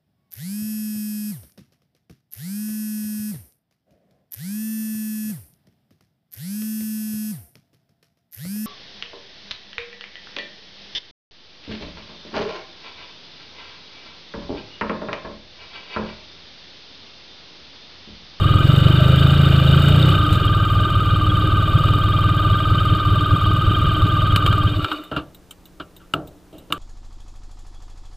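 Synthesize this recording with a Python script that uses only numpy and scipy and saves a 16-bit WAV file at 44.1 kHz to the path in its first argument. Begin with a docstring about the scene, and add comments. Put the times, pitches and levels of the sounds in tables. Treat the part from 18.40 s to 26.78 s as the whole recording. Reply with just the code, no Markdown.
"""Motorcycle idling and switched off

A motorcycle, heard from on the bike among trees, runs on bursts of throttle, idles and is switched off.
Firing pulses, filtered to swell, make the boom; under throttle the airbox honks with even gulps.
A wavering tone whines once a turn for slack gears, and noise through resonances makes the clatter.
Clunks, made of short scrapes ringing the frame, and faint regular ticks are left in the quiet air."""
import sys
import numpy as np
from scipy import signal
from scipy.fft import rfft, irfft
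from scipy.io import wavfile
from scipy.ndimage import uniform_filter1d

SR = 44100
rng = np.random.default_rng(int(sys.argv[2]) if len(sys.argv) > 2 else 0)


def file_out(sig):
    """Save sig as 16-bit WAV at sys.argv[1]."""
    # one column per channel
    cols = np.atleast_2d(sig).T
    # limit, then scale
    lim = np.clip(cols, -1, 1)
    pcm = np.round(lim * 32767).astype(np.int16)
    wavfile.write(sys.argv[1], SR, pcm)


N = 369540
T = np.arange(N) / SR  # time of every sample, in seconds

# crankshaft speed, one firing a turn: [t/s, speed/turns per second]
CRANK_SPEED = [(0.0, 19.16), (0.31, 23.48), (0.95, 27.74), (1.26, 26.31), (1.74, 32.22), (1.85, 23.2),
               (2.16, 19.09), (2.4, 20.21), (2.8, 18.79), (3.1, 20.21), (3.3, 17.97), (3.48, 20.37),
               (3.92, 19.04), (4.55, 20.49), (4.64, 19.13), (5.3, 20.04), (6.16, 19.32), (6.45, 13.32)]
# twists of the throttle: [starts to open t/s, starts to shut t/s, opening 0-1]
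THROTTLE_TWISTS = [(-.1, 0.16, 0.44), (0.181, 1.69, 0.77), (1.83, 2.02, 0.43), (3.24, 3.46, 0.32)]
# tone colour of the exhaust: [f/Hz, level/dB]
EXHAUST_COLOUR = [(20, -1), (39, -10), (58, -0.5), (78, -4), (98, 7), (117, 1.5), (137, -18), (157, -4.5),
                  (180, -10.5), (215, -22), (305, -22.5), (450, -30), (900, -77.5)]
# tone colour of the airbox: [f/Hz, level/dB]
AIRBOX_COLOUR = [(15, -19.5), (27, -22), (54, -38), (80, -7.5), (105, -11.5), (130, -0.5), (158, -4.5),
                 (185, -16.5), (220, -22), (300, -33), (420, -37), (600, -38), (1000, -57), (4000, -110)]
# engine parts that rattle:
# [f/Hz, width/Hz, level at idle/dB, added by full throttle/dB, place of the swing/turns, swing/dB]
# (a negative swing makes the part quietest at its place)
RATTLING_PARTS = [(304, 33, 0.5, -5, 0.084, 0), (369, 150, -5.5, 1.5, 0.15, 3.5),
                  (534.4, 25, -13.5, 5, 0.46, -1), (617, 99, -7.5, -1, 0.76, 3),
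                  (843, 334, -13, -1.5, 0.77, 1.5), (1185, 97, -0.5, -6, 0.65, 2),
                  (1332, 144, -2, -2, 0.99, 0), (1559, 250, -13.5, 1.5, 0.67, 3),
                  (1980, 610, -18, 2.5, 0.74, 0.5), (2422, 216, -11.5, -1.5, 0.58, 2),
                  (2929, 206, -4, 0.5, 0.72, 0.5), (3658, 248, -5, 0, 0.86, 3),
                  (2855, 1020, -14, 2, 0.79, 10.5), (4397, 570, -17.5, 0.5, 0.75, 2.5)]
# cam drive tones that sing once a turn: [f/Hz, wander/Hz, level/dB, loudest place/turns, swing/dB]
CAM_TONES = [(1543, 24.4, -3, 0.56, 5.5), (3174, 49, -4, 0.52, 16)]
# top end of the valve ticks: [f/Hz, level/dB]
VALVE_COLOUR = [(3500, -23), (4900, 10), (5600, -15.5), (6400, -23), (6800, 6.5), (7200, -5), (7900, 10),
                (8800, 0), (11500, -6), (13000, 5.5), (14500, 7.5), (16000, -6.5)]
# switch clicks and clunks: [t/s, contact time/s, level/dB, brightness/dB per octave, extra thud/dB]
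CLUNK_EVENTS = [(1.484, 0.0023, -50, 8.5, 0), (1.926, .02, -35, 4, -7), (5.9607, 0.0022, -23, 2.3, 3),
                (6.0619, 0.0071, -24, .8, 6), (6.1268, 0.0041, -27.5, -1, -8),
                (6.4438, 0.0058, -23, -2, -16), (6.515, .0085, -23, -3.5, -18),
                (6.714, 0.04, -31, -4.5, -3.5), (6.763, 0.019, -24.5, -3, -2),
                (7.1085, 0.0084, -53, 8.5, 23), (7.399, 0.012, -34, -3.5, -5), (7.599, 0.046, -55, -4, -12),
                (7.7371, 0.002, -20.5, -.5, -2), (8.128, 0.073, -61.5, 4, 35.5),
                (8.302, 0.0097, -43, -3.5, 4), (8.3235, .0021, -23, 2, 1), (8.345, .069, -53, 4, 23)]
# resonances of the frame and casings: [f/Hz, width/Hz, level/dB]
FRAME_MODES = [(75.8, 38, 0.5), (143, 61, 2), (300, 46, 5), (474, 250, -4), (597, 66, -3.5), (760, 82, -8),
               (1174, 15, -3), (1314, 87, 3), (1381, 22, -7), (1515, 210, -3), (2380, 200, -10),
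               (2863, 180, -1), (3040, 290, -3), (3610, 120, -12), (4500, 500, -14.5), (7750, 2300, -14),
               (13800, 5900, -14.5)]
# how the frame answers a blow and loose parts buzz on, band by band:
# [lowest f/Hz, highest f/Hz, level/dB, buzz level/dB, buzz decay/s]
FRAME_BANDS = [(55, 710, -4.5, -10.5, 0.069), (820, 1570, 0, -27, 0.042), (2260, 4500, -1.5, -28, 0.023),
               (6860, 21000, -20, -4, 0.0085)]
# tone colour of the relay's tick: [f/Hz, level/dB]
RELAY_COLOUR = [(1500, -9), (2500, -19), (2950, 5.5), (3300, -11), (3800, 9), (4600, -26), (8000, -6.5),
                (10500, -18), (14500, 1), (16000, -24)]
# colour of the sound scattered back by the trees: [f/Hz, level/dB]
TREE_COLOUR = [(25, -22), (70, -15), (130, -63), (300, -43), (550, -24), (1200, -59.5), (2800, -56),
               (4500, -52), (8000, -23), (14000, -31)]
# colour of the open air: [f/Hz, level/dB]
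AIR_COLOUR = [(20, 6), (50, 0), (130, -3), (210, -12.5), (290, -4.5), (700, -15), (1400, -20.5),
              (2200, -26), (3200, -27), (6000, -30), (15000, -34.5)]

OPEN_S, CLOSE_S = 0.087, 0.1  # time a full-travel ramp of the throttle takes to open and to shut
IDLE_TURNS_PER_S = 19.6
# the whine has faded out, the last strokes end, the clatter starts to fade
WHINE_END_S, LAST_STROKE_S, CLATTER_FADE_START_S = 6.3, 6.44, 6.54

# boom: level at idle, added by full throttle, added by a hard gain of crank speed (taken off by a drop)
BOOM_DB, BOOM_THROTTLE_DB, BOOM_PULL_DB = -15.5, 5.5, 0.5
PULL_TURNS_PER_S2 = 18  # the change of speed that counts as a hard pull

# gear whine: level with slack gears, change under full throttle, pitch, waver within each turn
WHINE_DB, WHINE_THROTTLE_DB, WHINE_HZ, WAVER_HZ = -24, -22, 1202, 29
WHINE_HZ_PER_TURN = 9  # the whine rises and sags with idle speed (Hz per turn a second)
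# the gear teeth strike late in each turn; all of these are in turns
STRIKE_AT, STRIKE_ATTACK, STRIKE_FALL, WHINE_LENGTH, WHINE_RELEASE = 0.715, 0.13, 0.39, 0.91, 0.18
STRIKE_DB = 13  # the blow above the held whine

# clatter: overall gain at idle, added by full throttle, added per doubling of speed, final fade
CLATTER_DB, CLATTER_THROTTLE_DB, CLATTER_SPEED_DB, CLATTER_FADE_DB_PER_S = -26.8, 3.5, 5.5, 107

CLUNK_PIVOT_HZ = 1200  # brightness tilts about this pitch; bands below it take the thud
TICK_START_S, TICK_EVERY_S, TICK_DB = 6.638, 0.3088, -43
AIR_DB = -49
RUMBLE_CUT_HZ, TOP_HZ = 16, 15350  # lowest and highest pitch picked up


def boom(speed, turns, throttle):
    """The silencer draws each firing out into a rising throb; the airbox gulps, hard and evenly under throttle."""
    # turns + 1 starts these counts one turn earlier
    firings = strokes(turns + 1, place=0.63, scatter=0.02, uneven_db=3.6, lope_db=0.5)
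    exhaust = even(colour(firings, EXHAUST_COLOUR, attack=0.31, sweep_s=0.054))

    idle_gulps = strokes(turns, place=0.2824, scatter=0.034, uneven_db=4.0, lope_db=-3.5)
    open_gulps = strokes(turns + 1, place=0.83, scatter=0.0014, uneven_db=1.0)
    idle = undb(-9) * (1 - throttle) * even(colour(idle_gulps, AIRBOX_COLOUR, attack=0.41))
    honk = throttle * even(colour(open_gulps, AIRBOX_COLOUR, attack=0.53, sweep_s=0.023))

    speed_change = uniform_filter1d(np.gradient(speed) * SR, SR // 20)
    pull = np.tanh(speed_change / PULL_TURNS_PER_S2)
    level_db = BOOM_DB + BOOM_THROTTLE_DB * throttle + BOOM_PULL_DB * pull
    running = np.sqrt(np.clip((LAST_STROKE_S + 0.017 - T) / 0.2, 0, 1))
    return even((1 - 0.98 * throttle) * exhaust + idle + honk) * undb(level_db) * running


def backlash(speed, turns, throttle):
    """Unloaded gears strike once a turn and whine on, wavering with the crank; a wide throttle quiets them."""
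    hunting_hz = WHINE_HZ_PER_TURN * np.clip(speed - IDLE_TURNS_PER_S, -2, 2)
    waver_hz = WAVER_HZ * np.cos(2 * np.pi * (turns - 0.06))
    pitch = WHINE_HZ + hunting_hz + waver_hz + 14 * walk(72.5)

    age = (turns + 0.015 * walk(34) - STRIKE_AT) % 1  # turns since the whine began
    attack = np.clip(age / STRIKE_ATTACK, 0, 1)
    release = np.clip((WHINE_LENGTH - age) / WHINE_RELEASE, 0, 1)
    blow_db = STRIKE_DB * np.exp(-abs(age - STRIKE_ATTACK) / STRIKE_FALL) + 0.8 * walk(130)
    tone = attack * release * undb(blow_db) * np.sin(2 * np.pi * np.cumsum(pitch) / SR)

    idling = np.clip((WHINE_END_S - T) / 0.033, 0, 1)
    return even(tone) * undb(WHINE_DB + WHINE_THROTTLE_DB * throttle ** 3) * idling


def clatter(speed, turns, throttle):
    """Chain and valve gear shake each part in step with the turn; two valve ticks a turn add the top."""
    rattle = 0
    for hz, width, db, load_db, place, swing_db in RATTLING_PARTS:
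        drive = grit(spread_db=3.5) * undb(swing_db * np.cos(2 * np.pi * (turns - place)))
        part = unit(ring(ring(drive, hz, width), hz, width))
        rattle = rattle + part * undb(db + load_db * throttle)

    stopping = np.clip((LAST_STROKE_S - T) / 0.13, 0, 1)
    for hz, wander_hz, db, place, swing_db in CAM_TONES:
        tone = np.sin(2 * np.pi * np.cumsum(hz + wander_hz * walk(173)) / SR)
        swell_db = swing_db * np.cos(2 * np.pi * (turns - place)) + 3.3 * walk(120)
        rattle = rattle + unit(tone * undb(swell_db)) * undb(db - 6.3 * throttle) * stopping

    first_tick = np.exp(-((turns - 0.2) % 1) / 0.046)
    second_tick = np.exp(-((turns - 0.8) % 1) / 0.089)
    seating = 0.44 + first_tick + second_tick
    # the cooling fins ring briefly in many close modes
    fins = rng.standard_normal(SR // 20) * np.exp(-T[:SR // 20] / 0.0021)
    fins[0] += 14  # the direct sound, ahead of the ringing
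    ticks = signal.fftconvolve(grit(spread_db=4.0) * seating, fins)[:N]
    top = unit(colour(ticks, VALVE_COLOUR))

    speed_db = CLATTER_SPEED_DB * np.log2(speed / IDLE_TURNS_PER_S)
    level_db = CLATTER_DB + CLATTER_THROTTLE_DB * throttle + speed_db
    dying_db = -CLATTER_FADE_DB_PER_S * (T - CLATTER_FADE_START_S).clip(0)
    return (undb(-6.0) * rattle + undb(-26.0) * top) * undb(level_db + dying_db)


def clunks():
    """Each contact is a short noisy scrape that rings the frame, with its own length, brightness and thud;
    loose parts buzz on after it."""
    out, t = np.zeros(N + SR), T[:SR // 2]
    for s, contact, db, bright_db, thud_db in CLUNK_EVENTS:
        for lo, hi, band_db, buzz_db, buzz_s in FRAME_BANDS:
            fading = np.exp(-t / contact) + undb(buzz_db) * np.exp(-t / buzz_s)
            push = rng.standard_normal(len(t)) * fading
            body = 0
            for hz, width, mode_db in FRAME_MODES:
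                if lo < hz < hi:
                    body = body + undb(mode_db) * ring(push, hz, width) / np.sqrt(width)
            band = signal.butter(3, [lo, hi], "band", fs=SR, output="sos")
            part = signal.sosfilt(band, body)
            part = part / part[:SR // 50].std()  # level set by the first fiftieth of a second
            tilt_db = bright_db * np.log2(np.sqrt(lo * hi) / CLUNK_PIVOT_HZ)
            tilt_db += thud_db * (hi < CLUNK_PIVOT_HZ)
            out[int(s * SR):][:len(t)] += undb(db + band_db + tilt_db) * part
    return out[:N]


def relay(decay_s):
    """A relay ticks evenly: each tick is a burst of coloured noise that dies at once."""
    since_tick = (T - TICK_START_S) % TICK_EVERY_S
    push = (T >= TICK_START_S) * np.exp(-since_tick / decay_s)
    return undb(TICK_DB) * push * unit(colour(rng.standard_normal(N), RELAY_COLOUR))


def trees(x, decay_s):
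    """Trees scatter the bike's sound back as a faint, short wash, opposite in sign at the two ears."""
    tail = rng.standard_normal(SR // 4) * np.exp(-T[:SR // 4] / decay_s)
    wash = signal.fftconvolve(x, tail / np.linalg.norm(tail))[:N]
    return colour(wash, TREE_COLOUR) * np.array([[1], [-1]])


def quiet(hum_hz, hum_db, side_db):
    """Open air is soft coloured noise, slightly different at the two ears, with a faint steady hum."""
    mid = unit(colour(grit(spread_db=0.5), AIR_COLOUR))
    side = unit(colour(grit(spread_db=0.5), AIR_COLOUR))
    hum = undb(hum_db) * np.sin(2 * np.pi * hum_hz * T)
    return undb(AIR_DB) * (mid + undb(side_db) * side * np.array([[1], [-1]])) + hum


def twist():
    """Throttle opening 0-1: each twist opens, holds and shuts."""
    total = 0
    for start, end, opening in THROTTLE_TWISTS:
        opened = np.clip((T - start) / OPEN_S, 0, 1)
        not_shut = np.clip(1 - (T - end) / CLOSE_S, 0, 1)
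        total = total + opening * opened * not_shut
    return np.clip(total, 0, 1)


def strokes(turns, place, scatter, uneven_db, lope_db=0):
    """One pulse a turn, each a little off in time and size; lope makes them alternate in strength."""
    count = np.arange(int(np.interp(LAST_STROKE_S, T, turns)))
    chance = rng.standard_normal((len(count), 2))
    at = np.interp(count + place + scatter * chance[:, 0], turns, np.arange(N)).astype(int)
    out = np.zeros(N)
    out[at] = undb(uneven_db * chance[:, 1] + lope_db * (count % 2 - 0.5))
    return out


def grit(spread_db):
    """Dense noise whose strength jumps at random every 48 samples, like tiny unequal impacts."""
    size = 48
    strength = undb(spread_db * rng.standard_normal(N // size + 1))
    return rng.standard_normal(N) * np.repeat(strength, size)[:N]


def walk(rate):
    """Smooth random wandering, about rate changes a second, rms 1."""
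    size = int(SR / rate)
    return unit(uniform_filter1d(uniform_filter1d(rng.standard_normal(N), size), size))


def ring(x, hz, width):
    """One resonance, gain 1 at its centre."""
    b, a = signal.iirpeak(min(hz, SR * 9 / 20), hz / width, fs=SR)
    return signal.lfilter(b, a, x)


def colour(x, points, attack=1, sweep_s=0):
    """Filter through (Hz, dB) points; attack under 1 lets a pulse swell first, sweep makes the deepest bass lead."""
    size = 16384
    hz, db = np.transpose(points)
    f = np.fft.rfftfreq(size, 1 / SR)
    log_gain = np.log(undb(np.interp(np.log(f + 1), np.log(hz), db)))
    # the phase that puts a pulse's energy as early as possible; attack scales it
    lag = 2 * rfft(irfft(log_gain)[:size // 2], size).imag
    # the delay grows with pitch up to sweep_s at 200 Hz, then stays there
    dispersion = -2 * np.pi * np.cumsum(sweep_s * np.minimum(f / 200, 1)) * f[1]
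    response = np.fft.fftshift(irfft(np.exp(log_gain + 1j * (attack * lag + dispersion))))
    return signal.fftconvolve(x, response)[size // 2:][:len(x)]


def even(x):
    """Level evened out over about a third of a second, so that single firings keep their differences."""
    size = SR // 6
    power = uniform_filter1d(uniform_filter1d(x ** 2, size), size).clip(0)
    return x / np.sqrt(power + np.mean(x ** 2) / 100)


def unit(x):
    """Scaled to rms 1."""
    return x / np.sqrt(np.mean(x ** 2) + 1e-20)


def curve(rows):
    """Rows (s, value) joined by straight lines."""
    return np.interp(T, *np.transpose(rows))


def undb(db):
    """Decibels to gain."""
    return 10 ** (np.asarray(db) / 20)


def scene():
    """One crankshaft and one throttle drive all of the engine's sounds; the bike sits in the middle."""
    speed, throttle = curve(CRANK_SPEED), twist()
    turns = np.cumsum(speed) / SR
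    engine = boom(speed, turns, throttle) + backlash(speed, turns, throttle) + clatter(speed, turns, throttle)
    bike = engine + clunks() + relay(decay_s=0.0096)
    return bike + trees(bike, decay_s=0.017) + quiet(hum_hz=180.0, hum_db=-54.5, side_db=-12)


def record(dry):
    """The pickup gently thins the deepest rumble and steeply cuts the top."""
    rumble_cut = signal.butter(1, RUMBLE_CUT_HZ, "high", fs=SR, output="sos")
    top_cut = signal.ellip(10, 0.2, 80, TOP_HZ, fs=SR, output="sos")
    return signal.sosfilt(top_cut, signal.sosfilt(rumble_cut, dry))


dry = scene()
out = record(dry)
file_out(out)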